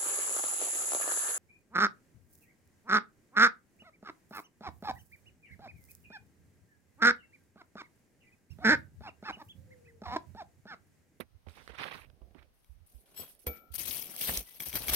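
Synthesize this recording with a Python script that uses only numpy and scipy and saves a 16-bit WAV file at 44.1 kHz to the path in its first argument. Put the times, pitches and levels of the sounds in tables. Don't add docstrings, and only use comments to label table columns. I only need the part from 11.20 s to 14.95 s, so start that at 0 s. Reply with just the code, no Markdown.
import sys
import numpy as np
from scipy import signal
from scipy.io import wavfile
from scipy.ndimage import uniform_filter1d

SR = 44100
rng = np.random.default_rng(int(sys.argv[2]) if len(sys.argv) > 2 else 0)


def makeup_ratio(level_db):
    decades = np.asarray(level_db, float) / 20
    return 10 ** decades


def pcm_store(signal):
    levels = np.round(np.clip(np.atleast_2d(signal), -1, 1) * 32767)
    wavfile.write(sys.argv[1], SR, levels.astype(np.int16).T)


N = 165375
SECONDS = np.arange(N) / SR
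DIG_S = 2.5
BUMP_PAN_DB, JOLT_PAN_DB = -39, -2.0


def evened(x):
    return x / np.sqrt(np.mean(x ** 2) + 1e-20)


def read(points, hz):
    f, value = np.transpose(points)
    return np.interp(np.log(hz + 1), np.log(f + 1), value)


def colour(x, points):
    hz = abs(np.fft.fftfreq(4096, 1 / SR))
    log_gain = np.log(makeup_ratio(np.maximum(read(points, hz), -80)))
    taps = np.fft.ifft(np.exp(np.conj(signal.hilbert(log_gain)))).real[:2048]
    return signal.oaconvolve(x, taps[None], axes=1)[:, :x.shape[1]]


def resonate(x, hz, width):
    return signal.lfilter(*signal.iirpeak(hz, hz / width, SR), x)


def steep(x, hz, width):
    return resonate(resonate(resonate(x, hz, width), hz, width), hz, width)


def placed(pan_db):
    left = makeup_ratio(np.asarray(pan_db) / 2)
    return np.array([left, 1 / left]) * 2 / (left + 1 / left)


def add(mix, s, sound):
    part = mix[:, round(max(s, 0) * SR):][:, :sound.shape[1]]
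    part += sound[:, :part.shape[1]]


def strokes(rows, rise_s, fall_s):
    power = np.zeros(N)
    for s, length, db in rows:
        rise = np.clip((SECONDS - s) / rise_s, 0, 1)
        fall = np.exp(-np.maximum(SECONDS - s - length, 0) / (fall_s + 0.12 * length))
        power += (makeup_ratio(db) * rise * fall) ** 2
    return np.sqrt(power)


def clumps(depth_db):
    wander = uniform_filter1d(uniform_filter1d(rng.standard_normal(N), 300), 300)
    return makeup_ratio(depth_db * evened(wander))


def grains(per_s, spread_db, hiss_db, shared):
    size = makeup_ratio(spread_db * np.minimum(rng.exponential(1, N), 4))
    size = evened(size * (rng.random(N) < per_s / SR)) + makeup_ratio(hiss_db)
    a, b = rng.standard_normal((2, N)) * size
    same = np.clip(shared, 0, 1)
    return np.array([a, same * np.roll(a, 3) + np.sqrt(1 - same ** 2) * b])


def patchy(x):
    z = signal.stft(x, nperseg=256)[2]
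    field = uniform_filter1d(rng.standard_normal(z.shape[1:]), size=7, axis=0)
    field = evened(uniform_filter1d(field, size=5, axis=1))
    return evened(signal.istft(z * makeup_ratio(3.0 * field), nperseg=256)[1][:, :N])


def rings(pitches, modes):
    t, out = np.arange(SR // 2) / SR, 0
    for hz, (db, t60, pan_db) in zip(pitches, modes):
        phase = rng.standard_normal((2, 1))
        mode = makeup_ratio(db - 60 * t / t60) * np.sin(2 * np.pi * hz * t + phase)
        out = out + placed(pan_db)[:, None] * mode
    return out * np.minimum(t / 0.0029, 1)


# frequency in Hz, level in dB.
AIR_TONE = [(15, -42), (25, 8.5), (97, -10), (2820, -26), (7510, -31), (10700, -31.5), (16500, -35)]


def air():
    return makeup_ratio(-71.5) * evened(colour(rng.standard_normal((2, N)), AIR_TONE))


# frequency in Hz, level in dB.
MURMUR_TONE = [(60, -20.5), (170, 2.5), (750, -2.5), (1000, -31.5)]
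# start in seconds, length in seconds, level in dB.
CASE_SHIFTS = [
    (.82, 0.41, -71.5),
    (1.7, 0.48, -73.5),
    (2.235, 0.24, -67),
    (2.255, 0.061, -48.5),
    (2.58, 0.46, -61),
    (3.075, 0.069, -45),
    (3.17, 0.038, -55.5),
]


def murmur():
    low = rng.standard_normal((2, N))
    rustle = evened(colour(low[0] + 0.7 * low, MURMUR_TONE) * clumps(2.4))
    return rustle * strokes(CASE_SHIFTS, 0.017, 0.014) * placed(-10.5)[:, None]


# start in seconds, length in seconds, level in dB.
GRIP_TREMBLES = [
    (0, 0.7, -67.5),
    (.75, 0.18, -60.5),
    (.98, 0.26, -67),
    (1.5, 0.12, -61),
    (2.52, 0.19, -56),
    (3.5, 0.26, -54),
]


def tremble():
    sway = evened(steep(rng.standard_normal(N), 59.4, 80)) * strokes(GRIP_TREMBLES, 0.044, 0.017)
    return placed(np.where(SECONDS < DIG_S + 0.1, BUMP_PAN_DB, JOLT_PAN_DB)) * sway


# start in seconds, thump in dB, knock in dB.
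HAND_BUMPS = [
    (0.0, -61, -32),
    (0.145, -53, -70),
    (0.266, -44.5, -43.5),
    (0.493, -50.5, -44.5),
    (1.015, -47, -50),
    (1.151, -81, -47.5),
    (1.494, -47, -77),
    (1.745, -47, -83),
    (1.993, -54, -39.5),
    (2.503, -45.5, -61),
]
# start in seconds, thump in dB, knock in dB.
GROUND_JOLTS = [
    (2.268, -32.5, -32.5),
    (3.086, -38.5, -38.5),
    (3.121, -49, -46.5),
    (3.171, -37, -50),
    (3.475, -49, -50),
    (3.546, -48, -43.5),
    (3.681, -39, -37),
    (3.709, -33.5, -57),
]


def jolts():
    mount_hz, rise_s, knock_s = 69.1, 0.012, 0.012
    out, t = np.zeros((2, N)), np.arange(SR // 4) / SR
    for rows, pan_db in ((HAND_BUMPS, BUMP_PAN_DB), (GROUND_JOLTS, JOLT_PAN_DB)):
        for s, db, knock_db in rows:
            u = t / rise_s
            sway = u * np.exp(1 - u) * np.sin(2 * np.pi * mount_hz * rng.uniform(0.68, 1.32) * t)
            knock = rng.standard_normal((2, len(t))) * np.exp(-t / knock_s)
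            knock = steep(knock[0] + 0.4 * knock, 311, 630)
            thump = makeup_ratio(db) * sway + makeup_ratio(knock_db) * knock / abs(knock).max()
            add(out, s, placed(pan_db)[:, None] * thump)
    return out


# frequency in Hz, level in dB.
SKIN_TONE = [(59, -44), (100, 0), (308, -4.5), (2420, 0.5), (4290, -5.5), (7290, -27.5), (8460, -23.5),
             (16000, -44)]
# frequency in Hz, left-right balance in dB.
SKIN_PAN = [(60, -14), (380, -21), (2380, -15), (15000, 26.5)]
# start in seconds, length in seconds, pressure in dB.
HAND_RUBS = [(0, 0.0049, -36.5), (.266, 0.057, -65), (.35, 0.074, -59), (.475, 0.049, -56.5),
             (.53, 0.066, -51.5), (.575, 0.045, -43), (.6, 0.045, -40.5), (.645, 0.045, -44.5),
             (.7, 0.072, -47), (.78, 0.059, -59.5), (1.15, 0.082, -68), (1.175, 0.017, -61)]
# start in seconds, peak in dB.
FINGER_TAPS = [(0.269, -50), (0.286, -44), (0.477, -34.5), (0.504, -40.5), (0.847, -53), (0.9, -53),
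               (1.019, -64), (1.11, -64), (1.147, -52.5), (1.174, -63), (1.193, -61), (1.228, -49.5),
               (1.871, -66)]


def hand():
    rub = patchy(colour(grains(6000, 2.0, 0, 0.26) * clumps(1.2), SKIN_TONE))
    rub = rub * strokes(HAND_RUBS, 0.0097, 0.0073)
    t = np.arange(800) / SR
    for s, db in FINGER_TAPS:
        tap = colour(rng.standard_normal((1, 800)) * np.exp(-t / 0.0014), SKIN_TONE)
        add(rub, s, makeup_ratio(db + 1.0) * tap / abs(tap).max() * np.ones((2, 1)))
    left = colour(rub[:1], [(hz, db / 2) for hz, db in SKIN_PAN])[0]
    right = colour(rub[1:], [(hz, -db / 2) for hz, db in SKIN_PAN])[0]
    return 0.68 * np.array([np.roll(left, 20), right])


# time in seconds, left-right balance in dB.
TOOL_PLACE = [(0, -29), (.1, -9.5), (1.5, 6), (2.05, -1.5), (2.2, -5.5), (2.53, 14), (2.95, 5.5),
              (3.2, 2.5), (3.5, 7), (3.75, 4.5)]


def at_tool(s):
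    return placed(np.interp(s, *np.transpose(TOOL_PLACE)))


# start in seconds, peak in dB, centre frequency in Hz.
SNAPS = [(0.368, -51, 13000), (1.673, -48, 10300), (2.151, -44.5, 13500), (2.558, -27, 13000),
         (2.655, -41, 10900), (2.699, -31.5, 12000), (2.710, -28.5, 3720), (2.722, -37, 12500),
         (2.746, -25, 11000), (2.758, -24, 11900), (2.782, -26, 9000), (2.796, -25, 11200),
         (2.845, -32, 10500), (2.850, -39, 13000), (2.950, -36, 13000), (2.972, -38, 14000),
         (3.015, -24.5, 3240), (3.084, -27.5, 3200), (3.119, -22, 12500), (3.175, -16.5, 5560),
         (3.237, -42, 13000), (3.289, -41, 12500), (3.295, -37, 12500), (3.477, -32, 12900),
         (3.486, -22, 12300), (3.544, -22, 13000), (3.561, -26, 11500), (3.745, -20, 4130)]


def ticks():
    out, t = np.zeros((2, N)), np.arange(600) / SR
    for s, db, hz in SNAPS:
        burst = rng.standard_normal((2, 600))
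        snap = steep((burst[0] + burst) * np.exp(-t / 0.00043), hz, hz * 0.65)
        add(out, s, makeup_ratio(db) * at_tool(s)[:, None] * snap / abs(snap).max())
    return out


TINE_PITCHES = [3284, 5362, 7897, 9932, 12270, 13860, 4170]
# level in dB, t60 in seconds, left-right balance in dB.
TINE_MODES = [(-7.5, 0.23, 19), (2, 0.049, 21), (3.5, 0.1, 21), (0, 0.079, 0), (3.5, 0.21, 10),
              (4.5, 0.23, 13), (-7, 0.054, 16)]
# start in seconds, level in dB.
TINE_SLIPS = [
    (1.945, -71),
    (1.962, -54.5),
    (1.973, -48.5),
    (1.985, -48),
    (1.998, -49),
    (2.008, -55.5),
    (2.018, -57),
    (2.035, -61.5),
]
CLANK_PITCHES = [479, 1308, 1367, 2299, 12250, 12510, 13850, 200, 3278, 6115, 9082, 10150]
# level in dB, t60 in seconds, left-right balance in dB.
CLANK_MODES = [(-1.5, 0.18, -19), (-25, 1, 15), (-21, 1, 14), (-5.5, 0.34, 9), (-8, 0.16, 1), (-8, 0.1, 6),
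               (-3.5, 0.32, 8), (-13, 0.28, -16), (-10.5, 0.071, 7), (-22, .09, 5), (-4, 0.051, -1),
               (-14, .05, 1)]


def steel():
    out = np.zeros((2, N))
    for s, db in TINE_SLIPS:
        add(out, s, makeup_ratio(db) * rings(TINE_PITCHES, TINE_MODES))
    add(out, 2.266, makeup_ratio(-34) * rings(CLANK_PITCHES, CLANK_MODES))
    add(out, 3.27, makeup_ratio(-64) * rings([1990], [(0, 0.3, 3.8)]))
    return out


BLADE_PITCHES = [2290, 3290, 5800, 9910, 12230, 13850]
# width in Hz, level in dB.
BLADE_MODES = [(108, -2.5), (156, -1), (195, -1), (150, -9.5), (50, -8.5), (24.1, -5.5)]


def blade_modes(x):
    return [(makeup_ratio(db) * resonate(x, hz, width), width)
            for hz, (width, db) in zip(BLADE_PITCHES, BLADE_MODES)]


# frequency in Hz, level in dB.
GRIT_TONE = [(1470, -21.5), (2500, -6.5), (5420, -6.5), (7320, -7), (12600, 2), (15750, -4.5), (16250, -35)]
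# start in seconds, peak in dB, low blade share in dB, high blade ring in dB.
STONE_HITS = [(1.4454, -47.5, -11.5, -24), (2.2687, -19.5, -41, -3.5), (2.5416, -31, -30, 5),
              (2.593, -16.5, -37, -8), (2.8255, -29.5, -5, -18), (2.964, -15.5, -40, -20),
              (3.0115, -16, -24, -21), (3.1727, -10, -39, -22), (3.4035, -30.5, 6.5, 4.5),
              (3.434, -30.5, -7.5, 6), (3.4705, -25, -30, -14), (3.5295, -25, -2.5, -13),
              (3.5552, -17, -11, 0), (3.6829, -9, -10, -13), (3.6977, -18.5, -3.5, -31),
              (3.7361, -14, -14, -22)]


def stones():
    out, t = np.zeros((2, N)), np.arange(4000) / SR
    blow = np.ones((2, 1)) * np.exp(-t * SR / 2)
    modes = [sound / width for sound, width in blade_modes(blow)]
    low, high = sum(modes[:3]), sum(modes[3:])
    for s, db, low_db, ring_db in STONE_HITS:
        burst = rng.standard_normal((2, 4000)) * np.exp(-t / 0.0007)
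        burst[1] += np.roll(burst[0], 4)
        parts = (0, colour(burst, GRIT_TONE)), (low_db, low), (ring_db, high)
        crack = sum(makeup_ratio(part_db) * part / abs(part).max() for part_db, part in parts)
        add(out, s, 0.64 * makeup_ratio(db) * at_tool(s)[:, None] * crack)
    return out


# frequency in Hz, level in dB.
SOIL_TONE = [(71, -19.5), (120, -5), (741, -10.5), (1370, -14.5), (2990, -13), (7000, -19.5), (9100, -17.5),
             (15400, -120)]
# frequency in Hz, level in dB.
NEEDLE_TONE = [(2500, -5.5), (4400, -5.5), (10500, 1.5), (14000, -6)]
# start in seconds, length in seconds, speed in dB, depth in soil in dB.
RAKE_STROKES = [(0, 0.0051, -48, -21), (0.278, 0.21, -73, 9), (0.613, 0.2, -66, -2.5),
                (1.333, 0.2, -76.5, -10), (1.66, 0.16, -65.5, -22), (1.855, 0.26, -67.5, -2.5),
                (1.939, 0.13, -62, -2.5), (1.968, 0.074, -54, -0.5), (2.073, 0.051, -56.5, -20),
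                (2.087, 0.023, -58, -14), (2.127, 0.042, -68, -16), (2.189, 0.018, -59, -25),
                (2.213, .025, -60.5, -26), (2.263, 0.016, -46, 1.5), (2.298, 0.079, -65, 2.5),
                (2.516, .03, -59, -18), (2.535, 0.014, -45, -12), (2.549, 0.011, -39, -15.5),
                (2.578, 0.065, -40.5, -14), (2.593, 0.0033, -42.5, -13), (2.652, 0.01, -37.5, -20),
                (2.667, 0.13, -39, -13.5), (2.809, 0.06, -45.5, -11), (2.874, 0.091, -48.5, -10),
                (2.972, 0.033, -40.5, -19.5), (3.006, 0.056, -33.5, -12), (3.069, 0.031, -33.5, -7.5),
                (3.099, 0.062, -35, -12), (3.164, 0.023, -36, -11), (3.188, 0.021, -42.5, -14),
                (3.203, 0.17, -56, -9.5), (3.396, 0.044, -43.5, -8), (3.452, 0.045, -41.5, -11.5),
                (3.511, 0.055, -49, -6.5), (3.535, 0.026, -40.5, -5), (3.551, 0.019, -32.5, -5),
                (3.581, 0.19, -42.5, -6), (3.684, 0.016, -30.5, -6), (3.707, 0.047, -37, 0.5),
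                (3.731, .03, -26.5, -10)]


def raking():
    rise_s, fall_s, hiss_db = 0.0048, 0.0066, -0.5
    speed = strokes([row[:3] for row in RAKE_STROKES], rise_s, fall_s)
    deep_rows = [(s, length, db + deep_db) for s, length, db, deep_db in RAKE_STROKES]
    depth = strokes(deep_rows, rise_s, fall_s)
    bite, digging = clumps(1.3), SECONDS > DIG_S
    grit = patchy(grains(11000, 3.5, hiss_db, 0.11) * bite) * speed
    ring = digging * sum(sound * np.sqrt(SR / width) for sound, width in blade_modes(grit))
    grit = np.where(digging, grit, colour(grit, NEEDLE_TONE))
    unit = np.sqrt(np.mean(colour(rng.standard_normal((1, 20000)), GRIT_TONE) ** 2))
    crumbs = patchy(colour(grains(3000, 3, hiss_db, 0.38) * bite, SOIL_TONE))
    return at_tool(SECONDS) * (1.03 * colour(grit, GRIT_TONE) / unit + makeup_ratio(-30) * ring + crumbs * depth)


def scene():
    around = air() + murmur() + tremble() + jolts() + hand()
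    return around + ticks() + steel() + stones() + raking()


def low_pass(x):
    return signal.sosfilt(signal.butter(12, 16650, fs=SR, output="sos"), x)


def record(dry):
    dipped = dry - (1 - makeup_ratio(-13)) * resonate(dry, 7300, 1080)
    cut = signal.oaconvolve(dipped, signal.firwin(255, 16500, fs=SR)[None], "same")
    return low_pass(cut)


dry = scene()
out = record(dry)
pcm_store(out)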